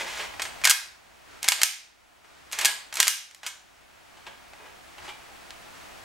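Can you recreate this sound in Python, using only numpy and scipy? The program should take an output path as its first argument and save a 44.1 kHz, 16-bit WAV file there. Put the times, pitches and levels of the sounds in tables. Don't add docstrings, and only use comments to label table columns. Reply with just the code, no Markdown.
import sys
import numpy as np
from scipy import signal
from scipy.fft import rfft, irfft
from scipy.io import wavfile
from scipy.ndimage import uniform_filter1d, minimum_filter1d

SR = 44100
rng = np.random.default_rng(int(sys.argv[2]) if len(sys.argv) > 2 else 0)


def to_wav(s):
    ch = np.atleast_2d(s).T
    pcm = np.round(np.clip(ch, -1, 1) * 32767)
    wavfile.write(sys.argv[1], SR, pcm.astype(np.int16))


N = 266540
TIME = np.arange(N) / SR
HZ = np.fft.rfftfreq(N, 1 / SR)


def amp(db):
    return 10 ** (np.asarray(db) / 20)


def unit(x):
    return x / np.sqrt(np.mean(x ** 2) + 1e-20)


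def read(points, hz):
    f, value = np.transpose(points)
    return np.interp(np.log(hz + 1), np.log(f + 1), value)


def add(mix, s, sound):
    part = mix[max(round(s * SR), 0):][:len(sound)]
    part += sound[:len(part)]


def colour(x, points):
    return irfft(rfft(x) * amp(read(points, HZ)), N)


def strokes(rows, attack_s, t60):
    total = 0
    for s, length, db in rows:
        rise = np.clip((TIME - s) / attack_s, 0, 1)
        past_end = np.maximum(TIME - s - length, 0)
        total = total + amp(db - 60 * past_end / t60) * rise
    return total


def friction(points, catches_per_s, spread_db, smooth):
    size = amp(spread_db * np.minimum(rng.exponential(1, N), 4))
    happens = rng.random(N) < catches_per_s / SR
    catches = size * rng.choice([-1, 1], N) * happens
    rub = smooth * rng.standard_normal(N)
    return unit(colour(unit(catches) + rub, points))


# (frequency [Hz], left-right correlation)
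PORT_CORRELATION = [(40, -0.1), (250, -0.61), (550, -0.39), (1100, 0.14), (2500, 0.41), (6000, 0.56),
                    (14000, 1)]


def ports(pair):
    size = pair.shape[1]
    same = np.clip(read(PORT_CORRELATION, np.fft.rfftfreq(size, 1 / SR)), -.99, .99)
    mid, side = rfft(pair) * np.sqrt([(1 + same) / 2, (1 - same) / 2])
    return irfft(np.array([mid + side, mid - side]), size)


# (frequency [Hz], gain [dB])
AIR_COLOUR = [(25, -11), (60, 0.5), (130, -8.5), (250, -6), (470, -8), (720, -0.5), (1100, -7.5),
              (2500, -9), (4000, -16), (7500, -19.5), (12000, -25.5), (16000, -31)]
BACKGROUND_DB = -45
WHINE_HZ, WHINE_DB_RE_AIR = 15730, -23


def workshop_air():
    air = unit(ports(colour(rng.standard_normal((2, N)), AIR_COLOUR)))
    whine = amp(WHINE_DB_RE_AIR) * np.sin(2 * np.pi * WHINE_HZ * TIME)
    return amp(BACKGROUND_DB) * (air + whine)


# (frequency [Hz], gain [dB])
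SLEEVE_COLOUR = [(40, -6.5), (80, 1), (160, -5), (370, 0.5), (500, -3.5), (750, -4), (1300, 1), (2700, -6),
                 (4500, -10), (8000, -15.5), (12000, -27), (16000, -33.5)]
# (start [s], length [s], level [dB])
REACHES = [(0, 0.14, -52.5), (1.22, 0.16, -41.5), (2.2, 0.34, -44), (4.02, 0.26, -50), (4.53, 0.098, -52),
           (4.96, 0.096, -39.5), (5.68, 0.18, -49.5)]
REACH_ATTACK_S, REACH_T60_S, SLEEVE_REST_DB = 0.097, 0.34, -49.5


def sleeves():
    rubbing = np.hypot(amp(SLEEVE_REST_DB), strokes(REACHES, REACH_ATTACK_S, REACH_T60_S))
    pair = [friction(SLEEVE_COLOUR, catches_per_s=1500, spread_db=1.5, smooth=2.3) for _ in range(2)]
    return rubbing * ports(np.array(pair))


def blow(points, tilt_db_per_oct, t60, after_db, after_t60, size=8192):
    t, hz = np.arange(size) / SR, np.fft.rfftfreq(size, 1 / SR)
    fade = amp(-60 * t / t60) + amp(after_db - 60 * t / after_t60)
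    burst = rfft(rng.standard_normal(size) * fade)
    burst /= np.sqrt(uniform_filter1d(abs(burst) ** 2, size=300))
    tilt_db = tilt_db_per_oct * np.log2(np.maximum(hz, 500) / 4000)
    log_gain = np.log(amp(read(points, hz) + tilt_db))
    mirrored = np.r_[log_gain, log_gain[-2:0:-1]]
    causal = np.exp(signal.hilbert(mirrored).conj())[:len(hz)]
    release = np.minimum(1, 2 * (1 - t / t[-1])) ** 2
    return unit(irfft(burst * causal, size) * release) * np.sqrt(np.mean(fade ** 2))


HELD_T60_S = .36


def ring(modes, spread_db, detune):
    hz, db, t60 = np.transpose(modes)[:, :, None]
    t60 = np.minimum(t60, HELD_T60_S)
    t = np.arange(SR // 2) / SR
    weight_db = db + spread_db * rng.standard_normal(hz.shape)
    hz = hz * (1 + detune * rng.standard_normal(hz.shape))
    swell = 1 - np.exp(-t / 0.0014)
    tones = np.sin(2 * np.pi * (hz * t + rng.random(hz.shape)))
    return swell * (amp(weight_db - 60 * t / t60) * tones).sum(0)


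# (time [s], level [dB], t60 [s])
KNOCKS = [(.195, -34, 0.19), (4.168, -44, 0.17), (4.265, -30, 0.077), (4.655, -45.5, .12),
          (4.98, -34, 0.034), (5.078, -33, .034), (5.088, -32.5, 0.066)]
KNOCK_TILT_DB_PER_OCT, KNOCK_RING_DB = 2, -17.5
# (frequency [Hz], gain [dB])
THUD_COLOUR = [(40, -27), (200, -14), (500, -10), (900, 13.5), (1600, 2), (3000, 7), (5000, -6.5),
               (8000, -13.5), (16000, -31.5)]
# (frequency [Hz], level [dB], t60 before hand damping [s])
STOCK_MODES = [(166, -14.5, 0.05), (260, -9, .1), (370.5, -3, 0.18), (602, 3.5, 0.024), (882, -8, 0.15),
               (950, -5, 0.088), (1341, -6, 0.058), (1606, -2.5, 0.25), (1955, -4.5, 0.29),
               (2180, -7, 0.082), (2500, -9.5, .3), (2970, -8.5, .06), (3550, -13.5, 0.076)]
# (start [s], length [s], level [dB])
DRAGS = [(-.03, 0.071, -40.5), (.18, 0.022, -39.5), (4.25, 0.034, -43), (4.585, 0.079, -45.5),
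         (5.02, .06, -53.5)]
DRAG_ATTACK_S, DRAG_T60_S = 0.018, .3


def stock():
    out = np.zeros(N)
    for s, db, t60 in KNOCKS:
        sound = amp(KNOCK_RING_DB) * ring(STOCK_MODES, spread_db=6.5, detune=.006)
        add(sound, 0, blow(THUD_COLOUR, KNOCK_TILT_DB_PER_OCT, t60, after_db=-10, after_t60=.12))
        cushion = 1 - np.exp(-TIME[:len(sound)] / 0.002)
        add(out, s, amp(db) * sound * cushion)
    grip = np.exp(-TIME[:SR // 2] / 0.004)
    held = ring(STOCK_MODES, spread_db=-0.5, detune=0.013) * grip
    drag = unit(signal.fftconvolve(rng.standard_normal(N), held)[:N])
    return out + strokes(DRAGS, DRAG_ATTACK_S, DRAG_T60_S) * drag


# (start [s], length [s], level [dB])
SLIDES = [(-.02, 0.033, -32), (.06, .1, -40), (.16, 0.08, -39.5), (1.418, .06, -31.5), (1.57, 0.068, -26),
          (2.52, 0.011, -23), (2.575, 0.11, -23.5), (2.93, .03, -33.5), (2.975, .07, -24.5),
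          (3.43, 0.028, -30), (5.035, .035, -46.5)]
SLIDE_ATTACK_S, SLIDE_T60_S = .015, 0.21
# (frequency [Hz], gain [dB])
SCRAPE_COLOUR = [(40, -22.5), (200, -24), (370, -10), (500, -10), (870, 2), (1200, -2.5), (2200, 2.5),
                 (3200, -1.5), (5000, -6), (7500, -8.5), (11000, -19.5), (16000, -30)]
# (frequency [Hz], gain [dB])
CRACK_COLOUR = [(40, -40), (200, -40), (430, -32), (750, -13), (1100, -11.5), (2100, 0), (4000, -1),
                (7000, 2), (10000, -3.5), (13500, -7.5), (16000, -24)]
RATTLE_DB_RE_SCRAPE, RATTLES_PER_S = -14, 200


def slides():
    scrape = friction(SCRAPE_COLOUR, catches_per_s=3000, spread_db=2, smooth=1.5)
    rattle = friction(CRACK_COLOUR, RATTLES_PER_S, spread_db=2, smooth=0)
    return strokes(SLIDES, SLIDE_ATTACK_S, SLIDE_T60_S) * (scrape + amp(RATTLE_DB_RE_SCRAPE) * rattle)


# (start [s], length [s], level [dB])
CAVITY = [(.638, .064, -20.5)]
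CAVITY_ATTACK_S, CAVITY_T60_S = 0.0066, 0.081
CAVITY_SHUT_HZ, CAVITY_OPEN_HZ, BOLT_TRAVEL_S = 2627, 1594, .025


def cavity(width_hz):
    opened = np.clip((TIME - CAVITY[0][0]) / BOLT_TRAVEL_S, 0, 1)
    hz = CAVITY_SHUT_HZ + (CAVITY_OPEN_HZ - CAVITY_SHUT_HZ) * opened
    jitter = uniform_filter1d(rng.standard_normal(N), size=130)
    wander = np.cumsum(jitter) * np.sqrt(2 * np.pi * width_hz / SR)
    tone = np.sqrt(2) * np.sin(2 * np.pi * np.cumsum(hz) / SR + wander)
    return strokes(CAVITY, CAVITY_ATTACK_S, CAVITY_T60_S) * tone


# (time [s], level [dB], brightness [dB per octave], t60 of the crack [s])
CLACKS = [(0.3387, -38.5, -10, .037), (0.3959, -27, -9, 0.071), (0.4193, -22.5, -3, 0.047),
          (.452, -31, -6.5, .07), (0.6156, -34, -7.5, .024), (.6379, -20.5, -6.5, 0.02),
          (.6441, -15, -0.5, 0.024), (.652, -1, -2, .032), (.673, -2.5, -4, .03),
          (0.6577, -9.5, -3.5, .025), (.6966, -0.5, 2, 0.027), (0.7039, -0.5, 2.5, 0.043),
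          (0.7101, 3, -2, 0.035), (1.4295, -13, 0.5, 0.016), (1.443, -13, -3, 0.013),
          (1.446, -14, -4, 0.013), (1.4808, -9.5, -4.5, .022), (1.4857, 8.5, -.5, 0.019),
          (1.5203, 0.5, -3.5, 0.031), (1.6164, -1, -3.5, .028), (1.6331, 14, 0.5, 0.017),
          (2.245, -39, -10.5, 0.063), (2.5144, -25.5, -4, 0.028), (2.524, -17, 2, 0.017),
          (2.5295, -12.5, -2.5, 0.022), (2.588, -10, -1.5, 0.035), (2.612, -11, -2.5, .036),
          (2.6478, -2, -2, 0.0291), (2.6551, 1, 0, 0.036), (2.9261, -20.5, -6, 0.034),
          (2.9406, -16, 3.5, 0.011), (2.9554, -16.5, 1.5, 0.026), (2.97, -14.5, -3.5, 0.038),
          (3.0017, 7, -0.5, 0.038), (3.029, 6.5, -2, 0.012), (3.07, -3.5, -3, 0.05),
          (3.08, 15.5, 1, 0.0096), (3.3114, -23.5, -4, 0.011), (3.3474, -19.5, -1.5, 0.0086),
          (3.432, -20, -6.5, .03), (3.464, -12.5, -2, 0.076), (4.5338, -34.5, -10, 0.032),
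          (5.5061, -32, -6, .014)]
# (frequency [Hz], level [dB], t60 before hand damping [s])
STEEL_MODES = [(800, 0, .09), (1002, -0.5, 0.21), (1297, 4, .2), (1545, -1, 0.37), (1601, 5, 0.3),
               (1724, 1.5, 0.22), (1898, -8.5, 0.15), (2155, 7.5, 0.25), (2225, 2, .25),
               (2360, -14.5, 0.16), (2517, -0.5, 0.34), (2850, 3, 0.35), (3030, 2.5, 0.3),
               (3270, 4.5, 0.24), (3890, -4.5, 0.25), (4500, 1, 0.25), (4360, -5, .7), (4920, -4, .3),
               (4950, -4.5, .3), (6131, -1.5, 0.19), (6580, -10, .3), (7387, -8, 0.3), (7560, -8, .3),
               (8320, 2, 0.46), (8333, -10, 0.22), (9100, -16, .3), (11260, -11, .25)]
# (time [s], frequency [Hz], level [dB], t60 [s])
PURE_TONES = [(.4193, 8130, -45, .25), (.4193, 8420, -45, .2), (.6966, 1618, -17, .3),
              (2.656, 1670, -18, .3), (3.464, 7040, -32, .4), (3.464, 4393, -37, .4), (5.08, 840, -38, .22),
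              (5.094, 2353, -39, .3), (5.093, 3050, -33, .05), (5.5065, 4100, -25.5, .007)]
RING_DB, RING_T60_S = -38.5, 0.014
SENT_DB, STEEL_SENT_DB = -2, -19


def action():
    near, sent = np.zeros((2, N))
    for s, db, tilt, t60 in CLACKS:
        crack = blow(CRACK_COLOUR, tilt, t60, after_db=-31.5, after_t60=0.025)
        ring_gain = amp(db + RING_DB) * t60 / RING_T60_S
        steel = ring_gain * ring(STEEL_MODES, spread_db=3.0, detune=.003)
        add(near, s, amp(db) * crack)
        add(near, s, steel)
        spread = unit(blow(CRACK_COLOUR, tilt, t60=0.0018, after_db=-59, after_t60=.01))
        add(sent, s, amp(db + SENT_DB) * spread * np.std(crack))
        add(sent, s, amp(STEEL_SENT_DB) * steel)
    t = TIME[:SR // 2]
    for s, hz, db, t60 in PURE_TONES:
        add(near, s, amp(db - 60 * t / t60) * np.sin(2 * np.pi * hz * t))
    return near, sent


# (delay [s], level [dB])
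ECHOES = [(.0048, -12.5), (.0095, -30), (0.0144, -22.5)]
# (frequency [Hz], side re mid [dB])
GLANCE = [(100, -8), (500, -13.5), (1200, -24.5), (2200, -32), (4500, -14), (8000, -18), (14000, -12)]


def direct(x):
    mid = x.copy()
    for delay, db in ECHOES:
        add(mid, delay, amp(db) * x)
    side = colour(signal.hilbert(mid).imag, GLANCE)
    return np.array([mid + side, mid - side])


# (frequency [Hz], t60 [s])
ROOM_T60 = [(200, 0.099), (660, 0.55), (1740, 0.48), (4590, 0.43), (8000, 0.36), (14000, 0.29)]


def room(x, wet_db):
    hz, t, z = signal.stft(rng.standard_normal((2, SR)), SR, nperseg=256)
    decay = amp(-60 * t / read(ROOM_T60, hz)[:, None])
    tail = signal.istft(z * decay, SR, nperseg=256)[1]
    onset = np.clip((TIME[:tail.shape[1]] - .004) / .007, 0, 1)
    tail = ports(tail * onset)
    return amp(wet_db) * signal.fftconvolve(x[None], tail / np.linalg.norm(tail[0]), axes=1)[:, :N]


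def moving_room(x, wet_db, count=3):
    turn = np.pi * (TIME / 1.3 + np.arange(count)[:, None] / count)
    shares = np.cos(turn) * np.sqrt(2 / count)
    return sum(room(x * share, wet_db) for share in shares)


def scene():
    near, sent = action()
    handling = stock() + slides() + cavity(width_hz=142.4)
    rifle = direct(near + handling) + moving_room(sent + handling, wet_db=-5.0)
    balance = amp([[-.3], [.3]])
    return rifle * balance + sleeves() + workshop_air()


DUCK_ABOVE_DB, DUCK_WINDOW_S, DUCK_LAG_S = -15, 0.012, 0.0037
RECOVER_S = 1.34


def duck(x):
    power = uniform_filter1d((x ** 2).mean(0), size=round(DUCK_WINDOW_S * SR))
    over_db = np.maximum(10 * np.log10(abs(power) + 1e-12) - DUCK_ABOVE_DB, 0)
    recovery = np.exp(-TIME / RECOVER_S)
    cut_db = np.maximum.accumulate(over_db / recovery) * recovery
    return x * amp(-np.interp(TIME - DUCK_LAG_S, TIME, cut_db))


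EDGE_HZ = 16300


def record(dry):
    ducked = duck(dry)
    allowed = 1 / np.maximum(abs(ducked).max(0), 1)
    limited = ducked * uniform_filter1d(minimum_filter1d(allowed, size=45), size=45)
    lowpass = signal.firwin(301, EDGE_HZ, window=("kaiser", 8), fs=SR)
    return signal.oaconvolve(limited, lowpass[None], "same")


dry = scene()
out = record(dry)
to_wav(out)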